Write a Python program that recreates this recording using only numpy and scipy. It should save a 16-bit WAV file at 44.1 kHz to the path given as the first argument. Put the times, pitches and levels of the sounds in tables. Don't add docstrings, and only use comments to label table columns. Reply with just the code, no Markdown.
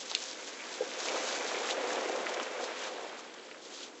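import sys
import numpy as np
from scipy import signal
from scipy.fft import rfft, irfft
from scipy.io import wavfile

SR = 44100
rng = np.random.default_rng(int(sys.argv[2]) if len(sys.argv) > 2 else 0)


def master_out(mix):
    frames = np.transpose(np.atleast_2d(mix))
    ceiling = np.clip(frames, -1, 1)
    pcm = np.round(ceiling * 32767).astype(np.int16)
    wavfile.write(sys.argv[1], SR, pcm)


N = 176400

# time in seconds, relative level in dB.
CHURN_ENVELOPE = [(0.01, -53.5), (0.56, -52.5), (0.98, -42.5), (1.16, -36.5), (1.21, -40), (1.98, -35.5),
                  (2.4, -37), (2.44, -40), (2.52, -42.5), (2.61, -37.5), (2.79, -45.5), (3.02, -41.5),
                  (3.19, -49.5), (3.33, -55.5), (3.86, -55), (4.0, -60)]


def amp(db):
    return 10 ** (np.asarray(db) / 20)


def unit(x):
    return x / np.sqrt(np.mean(x ** 2) + 1e-20)


def at_hz(points, hz):
    f, value = np.transpose(points)
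    return np.interp(np.log(hz + 1), np.log(f), value)


def level(envelope):
    return amp(np.interp(np.arange(N) / SR, *np.transpose(envelope)))


def add(mix, start_s, sound):
    part = mix[max(round(start_s * SR), 0):][:len(sound)]
    part += sound[:len(part)]


def colour(x, spectrum, resonances=()):
    hz = np.fft.rfftfreq(N, 1 / SR)
    lift_db = sum(db / (1 + (2 * (hz - centre) / width) ** 2) for centre, width, db in resonances)
    return unit(irfft(rfft(x) * amp(at_hz(spectrum, hz) + lift_db), N))


def sputter(rate_hz, depth_db):
    hz = np.fft.rfftfreq(N, 1 / SR)
    band = hz / (rate_hz ** 2 + hz ** 2) / (1 + (hz / rate_hz) ** 2)
    wobble = unit(irfft(rfft(rng.standard_normal(N)) * band, N))
    return unit(amp(depth_db * wobble))


def room(x, wet_db):
    # frequency in Hz, T60 in seconds.
    reverb_times = [(250, 0.23), (1000, 0.55), (3000, 0.72), (8000, 0.02)]
    early_s, early_db = 0.012, 14.5
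    t = np.arange(SR // 3) / SR
    taps = rng.standard_normal(len(t)) * (1 + amp(early_db) * np.exp(-t / early_s)) * (t > .001)
    hz, frame_s, frames = signal.stft(taps, SR, nperseg=256)
    fall_db = -60 * frame_s / at_hz(reverb_times, hz)[:, None]
    tail = signal.istft(frames * amp(fall_db), SR, nperseg=256)[1]
    return x + amp(wet_db) * signal.fftconvolve(x, tail / np.linalg.norm(tail))[:N]


def diffuse(x, wet_db, decay_s):
    pole = np.exp(-2 / (decay_s * SR))
    power = signal.lfilter([1 - pole], [1, -pole], x ** 2)
    return unit(x + amp(wet_db) * np.sqrt(power) * rng.standard_normal(N))


def bubbles(low_hz, high_hz, cycles, rise, spread_db, count, samples):
    when, pitch, life, strength, polarity = rng.random((count, 5)).T[:, :, None]
    t = np.arange(samples) / SR
    hz = low_hz + (high_hz - low_hz) * pitch
    decay_s = cycles * (.5 + life) / hz
    gain = amp(spread_db * np.minimum(-np.log(1 - strength), 4.5)) / np.sqrt(decay_s)
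    age = t / decay_s
    glide = 1 + rise * np.minimum(age, 10)
    rings = gain * np.sign(polarity - .5) * np.exp(-age) * np.sin(2 * np.pi * hz * t * glide)
    places = (when * N).astype(int) + np.arange(samples)
    return unit(np.bincount(places.ravel(), rings.ravel(), N)[:N])


def hollow_pulses(pulses, swell_s):
    out, t = np.zeros(N), np.arange(SR // 20) / SR
    age = t / swell_s
    for start_s, db, hz in pulses:
        add(out, start_s, amp(db) * age * np.exp((1 - age ** 2) / 2) * np.sin(2 * np.pi * hz * t))
    return out


def background():
    # frequency in Hz, relative gain in dB.
    spectrum = [(25, 12), (60, -8), (130, -19), (250, -2), (480, 1), (900, -12.5), (3300, -22), (8000, -20)]
    return amp(-49) * colour(rng.standard_normal(N), spectrum)


def churn():
    # frequency in Hz, relative gain in dB.
    spectrum = [(30, -25.5), (70, -26.5), (100, -27), (160, -20.5), (240, -10.5), (370, -3), (450, -4),
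                (600, -2.5), (780, -3.5), (1000, -8), (1600, -17.5), (4000, -48.5)]
    # centre in Hz, width in Hz, lift in dB.
    air_modes = [(360, 30, 1), (495, 62, 4.5), (727, 54, 2)]
    swarm = bubbles(211, 1406, cycles=1.47, rise=.012, spread_db=2, count=5000, samples=1000)
    wash = amp(7.5) * rng.standard_normal(N)
    return amp(-1.92) * colour(swarm + wash, spectrum, air_modes) * level(CHURN_ENVELOPE)


def gurgle():
    # frequency in Hz, relative gain in dB.
    spectrum = [(300, -25.5), (470, -7.5), (518, 4), (570, -8.5), (700, -5.5), (900, -22.5)]
    rings = bubbles(436, 688, cycles=4.1, rise=.003, spread_db=2, count=900, samples=3000)
    return amp(-8.5) * colour(rings, spectrum) * level(CHURN_ENVELOPE)


def splash():
    # frequency in Hz, relative gain in dB.
    spectrum = [(150, -46.5), (600, -10.5), (1000, -2.5), (1550, -0.5), (1900, -2.5), (2350, -2),
                (2800, -6.5), (3500, -8.5), (4500, -16), (8000, -19.5)]
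    # time in seconds, level in dB.
    envelope = [(0.01, -53.5), (0.12, -51.5), (0.43, -52), (0.98, -46.5), (1.07, -41.5), (1.94, -41),
                (2.17, -42.5), (2.4, -41), (2.5, -44.5), (2.86, -42.5), (2.94, -47.5), (3.17, -49),
                (3.29, -52), (3.63, -59), (3.81, -53.5), (3.96, -58.5), (4.0, -60)]
    ticks = bubbles(600, 4550, cycles=.95, rise=.034, spread_db=4.5, count=9000, samples=256)
    rings = bubbles(800, 4160, cycles=3, rise=.0016, spread_db=-2, count=4000, samples=800)
    mix = diffuse(ticks + amp(-4.5) * rings, wet_db=7.5, decay_s=.028)
    return colour(mix, spectrum) * level(envelope) * sputter(rate_hz=16, depth_db=.64)


def fizz():
    # frequency in Hz, relative gain in dB.
    spectrum = [(300, -14.5), (1500, -14.5), (2600, -3.5), (3400, 1), (4300, 0), (5400, -0.5), (6400, 1),
                (7400, -1.5), (8000, -5.5)]
    # time in seconds, relative level in dB.
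    envelope = [(0.01,-41.5),(0.04,-48.5),(0.13,-46),(0.17,-45),(0.29,-43),(0.35,-49),(0.47,-46),(0.55,-49.5),(0.69,-49.5),(0.725,-44),(0.79,-48.5),(0.98,-46.5),(1.0,-40.5),(1.2,-41),(1.33,-38),(1.38,-43),(1.65,-44),(1.70,-38),(1.75,-47),(1.82,-49),(1.91,-43),(2.0,-47.5),(2.22,-48.5),(2.33,-48.5),(2.58,-51.5),(2.64,-42),(2.70,-54.5),(2.85,-44.5),(2.96,-54),(3.05,-53.5),(3.30,-62),(3.60,-60),(3.645,-50),(3.70,-53),(3.745,-52.5),(3.84,-46.5),(3.91,-63.5),(4.0,-59)]
    # centre in seconds, relative level in dB, half-width in seconds.
    spurts = [(0.104, -41, 0.0068), (0.228, -40, 0.004), (0.995, -42, 0.0071), (1.055, -39.5, 0.0027),
              (1.489, -42.5, 0.0088), (1.933, -38.5, 0.0036), (2.094, -40.5, 0.0035), (2.162, -43, 0.0053),
              (2.297, -42, 0.0088), (2.343, -41.5, 0.0052), (2.433, -40.5, 0.0048), (3.194, -50, 0.016),
              (3.342, -49.5, 0.0033), (3.46, -54.5, .008), (3.741, -46.5, 0.014), (3.823, -52, 0.016)]
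    pops = bubbles(1480, 8450, cycles=.75, rise=.0023, spread_db=3, count=12000, samples=128)
    pops *= sputter(rate_hz=52, depth_db=.5)
    mix = diffuse(pops, wet_db=1.5, decay_s=.012)
    t = np.arange(N) / SR
    spurt_power = sum(amp(db) ** 2 * np.exp(-((t - s) / width_s) ** 2) for s, db, width_s in spurts)
    return amp(1.4) * colour(mix, spectrum) * np.sqrt(level(envelope) ** 2 + spurt_power)


def wall():
    # centre in Hz, width in Hz, lift in dB.
    wall_modes = [(960, 89, 11.5), (1564, 180, 11), (2420, 1400, 10)]
    # time in seconds, level in dB.
    envelope = [(0, -57), (.45, -54.5), (.7, -56.5), (1.2, -47.5), (1.8, -57), (2.6, -79.5)]
    spectrum_hz_db = [(300, -28), (900, -2.5), (2500, -1.5), (4000, -20.5)]
    patter = bubbles(695, 2800, cycles=.78, rise=.003, spread_db=2.5, count=5000, samples=256)
    return colour(patter, spectrum_hz_db, wall_modes) * level(envelope)


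def slaps():
    # start in seconds, relative level in dB, pitch in Hz, decay in ms.
    drops = [(0.1146, -21.5, 3900, 0.29), (.1146, -31.5, 800, 0.65), (0.1326, -36, 3900, 0.32),
             (0.2395, -22, 5430, 0.15), (0.3130, -27.5, 4450, 0.26), (0.9159, -31, 1920, 0.24),
             (1.0847, -25, 2000, 0.058), (1.0859, -21, 2370, 0.45), (1.162, -30, 1090, 1.1),
             (1.5465, -29, 2220, 1), (1.6899, -23, 1800, 0.39), (1.6975, -27, 2670, 0.2),
             (1.7005, -32, 2800, 0.3), (1.7037, -23.5, 2500, 0.38), (1.71, -22, 3600, 0.52),
             (1.905, -27.5, 1640, 0.97), (2.0966, -29.5, 750, 2.1), (2.2628, -28, 1370, 0.57),
             (2.2678, -22.5, 1890, 0.55), (2.3992, -26, 850, 0.58), (2.3997, -29, 3130, 0.7),
             (3.5136, -34, 2070, 0.48), (3.546, -39.5, 1400, 0.69)]
    out, t = np.zeros(N), np.arange(512) / SR
    for start_s, db, hz, decay_ms in drops:
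        age = t * 1000 / decay_ms
        push = 2 * age * np.exp(1 - 2 * age) * np.sin(2 * np.pi * hz * t)
        add(out, start_s, amp(db + 2.5) * np.gradient(push) * SR / (2 * np.pi * hz))
    return room(out, wet_db=-8.5)


def clack():
    # start in seconds, relative level in dB, treble corner in Hz.
    contacts = [(.1467, -14, 3300), (.1503, 3.3, 3520), (.1517, -16, 12000)]
    # frequency in Hz, relative level in dB, T60 in seconds.
    modes = [(2820, -1, .0023), (3530, -23, .02), (3970, 0, .0032), (5010, -15, .009), (6580, 5, .0019)]
    rise_s, low_cut_hz = .00015, 3000
    out, t = np.zeros(N), np.arange(SR // 40) / SR
    for start_s, db, corner_hz in contacts:
        ring = sum(amp(mode_db - 60 * t / t60_s) * np.sin(2 * np.pi * hz * t)
                   / (1 + (hz / corner_hz) ** 4) for hz, mode_db, t60_s in modes)
        add(out, start_s, amp(db) * ring * (1 - np.exp(-t / rise_s)))
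    thin = signal.sosfilt(signal.butter(3, low_cut_hz, "high", fs=SR, output="sos"), out)
    return room(thin, wet_db=-14)


def whistle():
    centre_s, sigma_s, pitch_hz, half_width_hz = .61, .02, 2320, 300
    t, hz = np.arange(N) / SR, np.fft.rfftfreq(N, 1 / SR)
    band = np.exp(-((hz - pitch_hz) / half_width_hz) ** 2)
    hiss = unit(irfft(rfft(rng.standard_normal(N)) * band, N))
    return amp(-48) * hiss * np.exp(-((t - centre_s) / sigma_s) ** 2 / 2)


def knock():
    # start in seconds, peak in dB, pitch in Hz.
    arrivals = [(.8068, -22, 480), (.8185, -36, 760), (.8185, -31.5, 480), (.8268, -34.5, 400),
                (.8325, -37, 420)]
    return room(hollow_pulses(arrivals, swell_s=.0036), wet_db=-10.5)


def glugs():
    # start in seconds, peak in dB, pitch in Hz.
    pockets = [(1.140, -28.5, 552), (1.775, -28.5, 607), (1.838, -30.5, 490), (2.057, -36.5, 396),
               (2.152, -33, 513), (2.578, -34, 510), (2.628, -31, 516), (2.655, -47, 526),
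               (3.004, -41, 527)]
    return room(hollow_pulses(pockets, swell_s=.0044), wet_db=-11.5)


def foam():
    # frequency in Hz, relative gain in dB.
    spectrum = [(1500, -34.5), (2800, -7), (3300, -2.5), (3800, -6), (4800, -8.5), (7000, -28)]
    # time in seconds, level in dB.
    envelope = [(2.3, -76), (2.85, -49), (3.0, -58), (3.45, -59), (3.62, -67), (3.82, -50.5), (3.92, -76)]
    rings = bubbles(2230, 6100, cycles=3.8, rise=.003, spread_db=4.5, count=9000, samples=256)
    return colour(rings, spectrum) * level(envelope)


def scene():
    water = churn() + gurgle() + glugs() + splash() + fizz() + foam() + wall()
    return (water + slaps() + clack() + knock() + background() + whistle())[None]


def record(dry):
    low_cut_hz, high_cut_hz = 199, 7900
    thin = signal.sosfilt(signal.butter(2, low_cut_hz, "high", fs=SR, output="sos"), dry)
    lowpass = signal.firwin(191, high_cut_hz, window=("kaiser", 8), fs=SR)
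    return signal.oaconvolve(thin, lowpass[None], "same")


dry = scene()
out = record(dry)
master_out(out)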